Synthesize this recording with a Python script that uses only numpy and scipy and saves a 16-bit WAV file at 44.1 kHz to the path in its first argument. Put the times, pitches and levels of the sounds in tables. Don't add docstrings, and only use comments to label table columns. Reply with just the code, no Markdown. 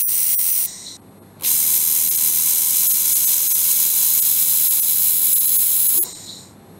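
import sys
import numpy as np
from scipy import signal
from scipy.fft import rfft, irfft, next_fast_len
from scipy.io import wavfile
from scipy.ndimage import map_coordinates

SR = 44100
rng = np.random.default_rng(int(sys.argv[2]) if len(sys.argv) > 2 else 0)


def unload_audio(sound):
    columns = np.transpose(np.atleast_2d(sound))
    steps = np.round(np.clip(columns, -1, 1) * 32767)
    wavfile.write(sys.argv[1], SR, steps.astype(np.int16))


N = 299439

BEAM_HZ, TOP_HZ = 80.45, 15780
LONG_ON_S, LONG_OFF_S = 1.418, 6.043


def long_weld(turn_deg_per_s=57.7, near_side_deg=155, heating_db_per_s=.33):
    t = clock()
    angle_deg = turn_deg_per_s * (t - LONG_ON_S)
    facing = np.cos(np.radians(angle_deg - near_side_deg))
    age = np.maximum(t - LONG_ON_S, 0)
    flare_db = 3 * np.exp(-age / 0.27)
    cold_db = -15 * np.exp(-age / 0.041)
    surge_db = bell(t, centre=2.1, width=0.5, db=1.6)
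    level_db = -17.5 + heating_db_per_s * age + flare_db
    hiss_db = level_db + cold_db - 0.4 * surge_db
    sizzle_db = level_db - 15 + 0.8 * facing
    # f/Hz, level/dB
    vapour = [(60, -37), (200, -30), (700, -26.5), (1750, -25.5), (2400, -21), (3500, -13.5), (4700, -15),
              (6200, -8.5), (8000, -4), (9500, -2.5), (11300, 0.5), (13500, -1.5), (14600, 1.5),
              (15700, -4.5)]
    # f/Hz, width/Hz, gain/dB
    resonances = [(1028, 50, 11), (1470, 90, 3.5), (2250, 150, 5.5), (4080, 150, 7.5), (4370, 130, -3),
                  (5130, 150, 3), (5560, 220, -4.5), (6550, 200, 2.5), (7050, 200, -2), (7700, 250, 2),
                  (9900, 140, 4), (10380, 80, 3), (10570, 90, -4), (13250, 200, -3)]
    puffs = boiling(sputter_db=0.9, flutter_db=0.57, spits_per_s=500, spit_db=6)
    melt = circling(coloured(puffs, vapour, resonances), angle_deg, facing)
    hiss = throbbing(melt, hiss_db, sizzle_db, depth_db=1.5 + surge_db, crest_s=0, sizzle_share=0.59)
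    low_note = amp(-69 + 6.3 * surge_db) * np.sqrt(2) * np.sin(2 * np.pi * BEAM_HZ * t)
    return (hiss + low_note) * gate(LONG_ON_S, LONG_OFF_S, 0.028, 0.0056) ** 2


def short_weld():
    # f/Hz, level/dB
    vapour = [(60, -49), (300, -35.5), (1500, -33), (2100, -23), (3500, -25), (5000, -19), (6000, -11),
              (7400, -13.5), (8200, -3.5), (9700, -7), (10900, -2.5), (13200, -7), (14200, 2.5), (15700, 0)]
    # f/Hz, width/Hz, gain/dB
    resonances = [(1030, 70, 7), (1710, 85, -18), (2430, 120, -4), (4100, 160, 4), (4720, 130, -4),
                  (5400, 120, -7), (6520, 170, -10), (7650, 260, -10), (8850, 180, 3), (10850, 220, 3),
                  (11350, 170, -8), (12600, 250, 3), (13580, 260, -10)]
    puffs = boiling(sputter_db=1.0, flutter_db=0.24, spits_per_s=460, spit_db=7.5)
    melt = coloured(puffs, vapour, resonances)
    hiss = throbbing(melt, hiss_db=-18, sizzle_db=-33, depth_db=1.8, crest_s=0.0066, sizzle_share=0.78)
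    return hiss * gate(on_s=-1, off_s=.666, rise_s=.01, fall_s=0.0078)


def boiling(sputter_db, flutter_db, spits_per_s, spit_db):
    spits = (rng.random(N) < spits_per_s / SR) * rng.choice([-1, 1], N) * amp(spit_db)
    puffs = amp(sputter_db * wobble(900) + flutter_db * wobble(130) + 0.66 * wobble(20))
    return puffs * (rng.standard_normal(N) + spits)


def throbbing(melt, hiss_db, sizzle_db, depth_db, crest_s, sizzle_share, split_hz=6326):
    phase = 2 * np.pi * BEAM_HZ * (clock() - crest_s)
    throb_db = depth_db * (np.cos(phase) - np.cos(2 * phase) / 4)
    low = filtered(melt, lambda hz: 1 / (1 + (hz / split_hz) ** 20))
    hiss = unit(amp(throb_db) * (melt - low))
    sizzle = unit(amp(sizzle_share * throb_db) * low)
    return amp(hiss_db) * hiss + amp(sizzle_db) * sizzle


def circling(melt, angle_deg, facing, slide=0.026):
    # f/Hz, width/Hz, gain/dB, torch angle/deg, spread/deg
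    lobes = [(1010, 100, 3.5, 50, 57), (2070, 240, 4, 25, 74), (3750, 420, 2.5, 250, 130),
             (6000, 790, 7, 118, 130), (5980, 500, -6.9, 222, 145), (8320, 395, -11, 33, 144),
             (8590, 760, 7.5, 47, 123), (8970, 240, -8, 252, 135), (10360, 360, -5, -20, 200),
             (11250, 1100, 6, 244, 78), (12030, 190, -7, 175, 84), (12700, 740, 3, 50, 150),
             (13400, 380, 8.5, 288, 180), (14550, 220, -5, 65, 53), (15020, 240, -12, 107, 67),
             (15520, 710, 9, 237, 136)]
    hz, t, slices = signal.stft(melt, SR, nperseg=1024)
    angle = np.interp(t, clock(), angle_deg)
    pitch_ratio = 1 + slide * np.interp(t, clock(), facing)
    gain = amp(sum(bell(hz[:, None] / pitch_ratio, centre, width, bell(angle, at, spread, db))
                   for centre, width, db, at, spread in lobes))
    power = np.mean(np.abs(slices) ** 2, axis=1, keepdims=True)
    gain /= np.sqrt(np.sum(power * gain ** 2, axis=0) / power.sum())
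    return signal.istft(slices * gain, SR, nperseg=1024)[1][:N]


def starting_pops(first_s=1.3975, count=8, t60=0.024):
    # f/Hz, level/dB
    pop_tone = [(200, -16), (1500, -27), (2300, 1), (3200, -8), (4050, 6), (5000, -13), (9000, -1),
                (12000, 6), (15700, -4)]
    t = clock()
    times = first_s + np.arange(count) / BEAM_HZ
    sizes = swell(times, full_s=1.448, hold_s=0, rise=470, fall=120)
    bursts = sum(size * (t >= s) * amp(-60 * np.abs(t - s) / t60) for s, size in zip(times, sizes))
    return amp(-14.5) * bursts * noise(pop_tone)


def shielding_gas():
    # start/s, shut/s, closing time/s, jet/dB, edge tone/dB, whistle peak/s, whistle/dB
    flows = [(0.658, 0.972, .004, -32.5, -42.5, 0.875, -33), (6.036, 6.568, 0.16, -33.5, -40.5, 6.292, -31)]
    # f/Hz, level/dB
    jet_tone = [(300, -11), (1600, -21), (2000, -10.5), (2600, -21), (4500, -12), (5500, -5.5), (7000, -5),
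                (8500, -5), (10200, -20), (13500, -15), (15700, -34)]
    edge_tone = [(2500, -48), (3400, -18), (3800, -3.5), (4080, 2), (4350, -10), (4800, -16), (6000, -48)]
    # f/Hz, width/Hz, gain/dB
    first_peaks = [(1040, 60, 9), (2000, 150, 5), (5750, 350, 8), (6950, 200, 9), (7580, 230, -9),
                   (8350, 450, 9), (12950, 250, -9)]
    second_peaks = [(5500, 120, 4), (6000, 350, -5), (7050, 230, 10), (7700, 200, -4), (8250, 240, 8),
                    (13400, 220, 6)]
    t, gas = clock(), np.zeros(N)
    for flow, peaks in zip(flows, [first_peaks, second_peaks]):
        start_s, shut_s, closing_s, jet_db, edge_db, whistle_s, whistle_db = flow
        fade = swell(t, start_s, hold_s=0, rise=0, fall=25.5)
        whistle = amp(whistle_db) * swell(t, whistle_s, hold_s=0, rise=430, fall=157)
        jet = amp(jet_db) * fade * noise(jet_tone, peaks)
        edge = np.hypot(amp(edge_db) * fade, whistle) * noise(edge_tone)
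        gas += (jet + edge) * gate(start_s, shut_s, .014, closing_s)
    return gas


def hoot(full_s=5.985, pitch_hz=354, scoop_hz=34, scoop_s=0.016):
    t = clock()
    hz = pitch_hz - scoop_hz * (1 - np.tanh((t - full_s) / scoop_s + .5)) / 2
    note = np.sqrt(2) * np.sin(2 * np.pi * np.cumsum(hz) / SR)
    return amp(-35) * note * swell(t, full_s, hold_s=0.018, rise=700, fall=1000)


def scuffs():
    # t/s, length/s, level/dB
    touches = [(1.423, 0.0062, -37.5), (5.947, 0.155, -43.5)]
    # f/Hz, level/dB
    rub_tone = [(100, -27), (280, -2.5), (480, -1.5), (600, -14), (730, -6), (830, -12), (1010, -1),
                (1200, -15), (2500, -28)]
    strokes = sum(amp(db) * swell(clock(), s, length, rise=900, fall=850) for s, length, db in touches)
    return strokes * noise(rub_tone)


def glassy(x, stands_out_db=15, count=13, spacing_hz=450):
    # t/s, half length/s, noise gain/dB
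    dips = [(0.051, 0.024, -52), (0.369, 0.016, -43), (0.518, 0.0062, -10), (1.009, .007, -12),
            (1.102, 0.0068, -7), (1.205, .017, -12), (2.1, 0.01, -14.5), (2.168, 0.0058, -15),
            (2.887, 0.013, -13.5), (2.931, 0.0078, -11), (3.144, 0.0078, -14.5), (3.262, 0.011, -10.5),
            (3.489, 0.013, -10), (3.538, 0.011, -14.5), (4.21, 0.011, -15), (4.694, 0.013, -10),
            (4.813, 0.011, -13), (5.348, 0.011, -14), (5.396, 0.0088, -14), (5.465, 0.0058, -16),
            (5.578, 0.01, -14), (5.881, .008, -14), (6.009, 0.016, -47), (6.141, 0.0075, -19)]
    out, t = x.copy(), clock()
    for s, half, db in dips:
        near = np.abs(t - s) < 2 * half + .01
        spectrum = rfft(x[near])
        size = np.abs(spectrum)
        peaks = signal.find_peaks(size, distance=max(1, spacing_hz * near.sum() / SR))[0]
        strongest = peaks[np.argsort(size[peaks])[-count:]]
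        pitches = spectrum * (size > amp(stands_out_db) * size.mean())
        pitches[strongest] = spectrum[strongest]
        ring = unit(irfft(pitches, near.sum())) * np.std(x[near])
        kept = amp(db * np.exp(-np.abs((t[near] - s) / half) ** 3))
        out[near] = kept * x[near] + np.sqrt(np.abs(1 - kept ** 2)) * amp(-1.5) * ring
    return out


def room_echo(x, echo_db=-18, t60=0.19):
    t = np.arange(SR // 2) / SR
    tail = rng.standard_normal(len(t)) * amp(-60 * t / t60)
    return x + amp(echo_db) * signal.fftconvolve(x, tail / np.linalg.norm(tail))[:N]


def workshop():
    # t/s, level/dB
    fan_levels = [(0, -53), (.6, -53), (1, -47), (1.4, -45.5), (1.7, -46), (3.5, -49.5), (5.8, -49),
                  (6.15, -47), (6.79, -44.5)]
    # f/Hz, level/dB
    fan_tone = [(25, -29), (60, -9.5), (110, -1.5), (190, 2.5), (330, -1.5), (550, -8), (850, -9.5),
                (1500, -18), (2300, -23), (3300, -29.5), (5200, -31.5), (10000, -30), (13000, -37),
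                (15000, -46)]
    # f/Hz, width/Hz, gain/dB
    fan_peaks = [(3600, 160, 8), (4150, 300, 9)]
    # f/Hz, level/dB
    hum_notes = [(100, -57), (166, -59), (198, -59), (400, -63), (801, -67)]
    whine_notes = [(7975, -70), (8902, -68.5), (9706, -79), (10634, -70), (11561, -62.5), (12446, -78),
                   (14217, -86)]
    level_db = np.interp(clock(), *np.transpose(fan_levels))
    fans = amp(level_db + 0.49 * wobble(12)) * noise(fan_tone, fan_peaks)
    hum = amp(0.31 * (level_db - level_db.mean())) * tones(hum_notes, drift_rad=0.42, waver_db=1.5)
    whine = tones(whine_notes, drift_rad=1.2, waver_db=3)
    return fans + hum + whine


def tones(notes, drift_rad, waver_db):
    total = np.zeros(N)
    for hz, db in notes:
        gain = amp(db + waver_db * wobble(5))
        phase = 2 * np.pi * (hz * clock() + rng.random()) + drift_rad * wobble(14)
        total += gain * np.sqrt(2) * np.sin(phase)
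    return total


def noise(tone, peaks=()):
    return coloured(rng.standard_normal(N), tone, peaks)


def coloured(x, tone, peaks):
    def response(hz):
        tone_hz, tone_db = np.transpose(tone)
        broad_db = np.interp(np.log(hz + 1), np.log(tone_hz + 1), tone_db)
        return amp(broad_db + sum(bell(hz, *peak) for peak in peaks)) * treble_cut(hz)
    return unit(filtered(x, response))


def filtered(x, response):
    size = next_fast_len(N + SR // 2)
    return irfft(rfft(x, size) * response(np.fft.rfftfreq(size, 1 / SR)), size)[:N]


def treble_cut(hz):
    return np.sin(np.pi / 2 * np.clip((TOP_HZ + 100 - hz) / 200, 0, 1)) ** 2


def swell(t, full_s, hold_s, rise, fall):
    return amp(-rise * np.maximum(full_s - t, 0) - fall * np.maximum(t - full_s - hold_s, 0))


def gate(on_s, off_s, rise_s, fall_s):
    return np.clip((clock() - on_s) / rise_s, 0, 1) * np.clip((off_s - clock()) / fall_s, 0, 1)


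def bell(x, centre, width, db):
    return db * np.exp(-((x - centre) / width) ** 2)


def wobble(rate):
    return map_coordinates(rng.standard_normal(int(N * rate / SR) + 4), [clock() * rate])


def amp(db):
    return 10 ** (np.asarray(db) / 20)


def unit(x):
    return x / np.sqrt(np.mean(x ** 2) + 1e-20)


def clock():
    return np.arange(N) / SR


def scene():
    welds = room_echo(short_weld() + long_weld())
    mono = glassy(welds + shielding_gas() + starting_pops() + scuffs() + workshop()) + hoot()
    return np.array([mono, mono])


def record(dry, ceiling=.62):
    rounded = dry / (1 + np.abs(dry / ceiling) ** 6) ** (1 / 6)
    return np.array([filtered(channel, treble_cut) for channel in rounded])


dry = scene()
out = record(dry)
unload_audio(out)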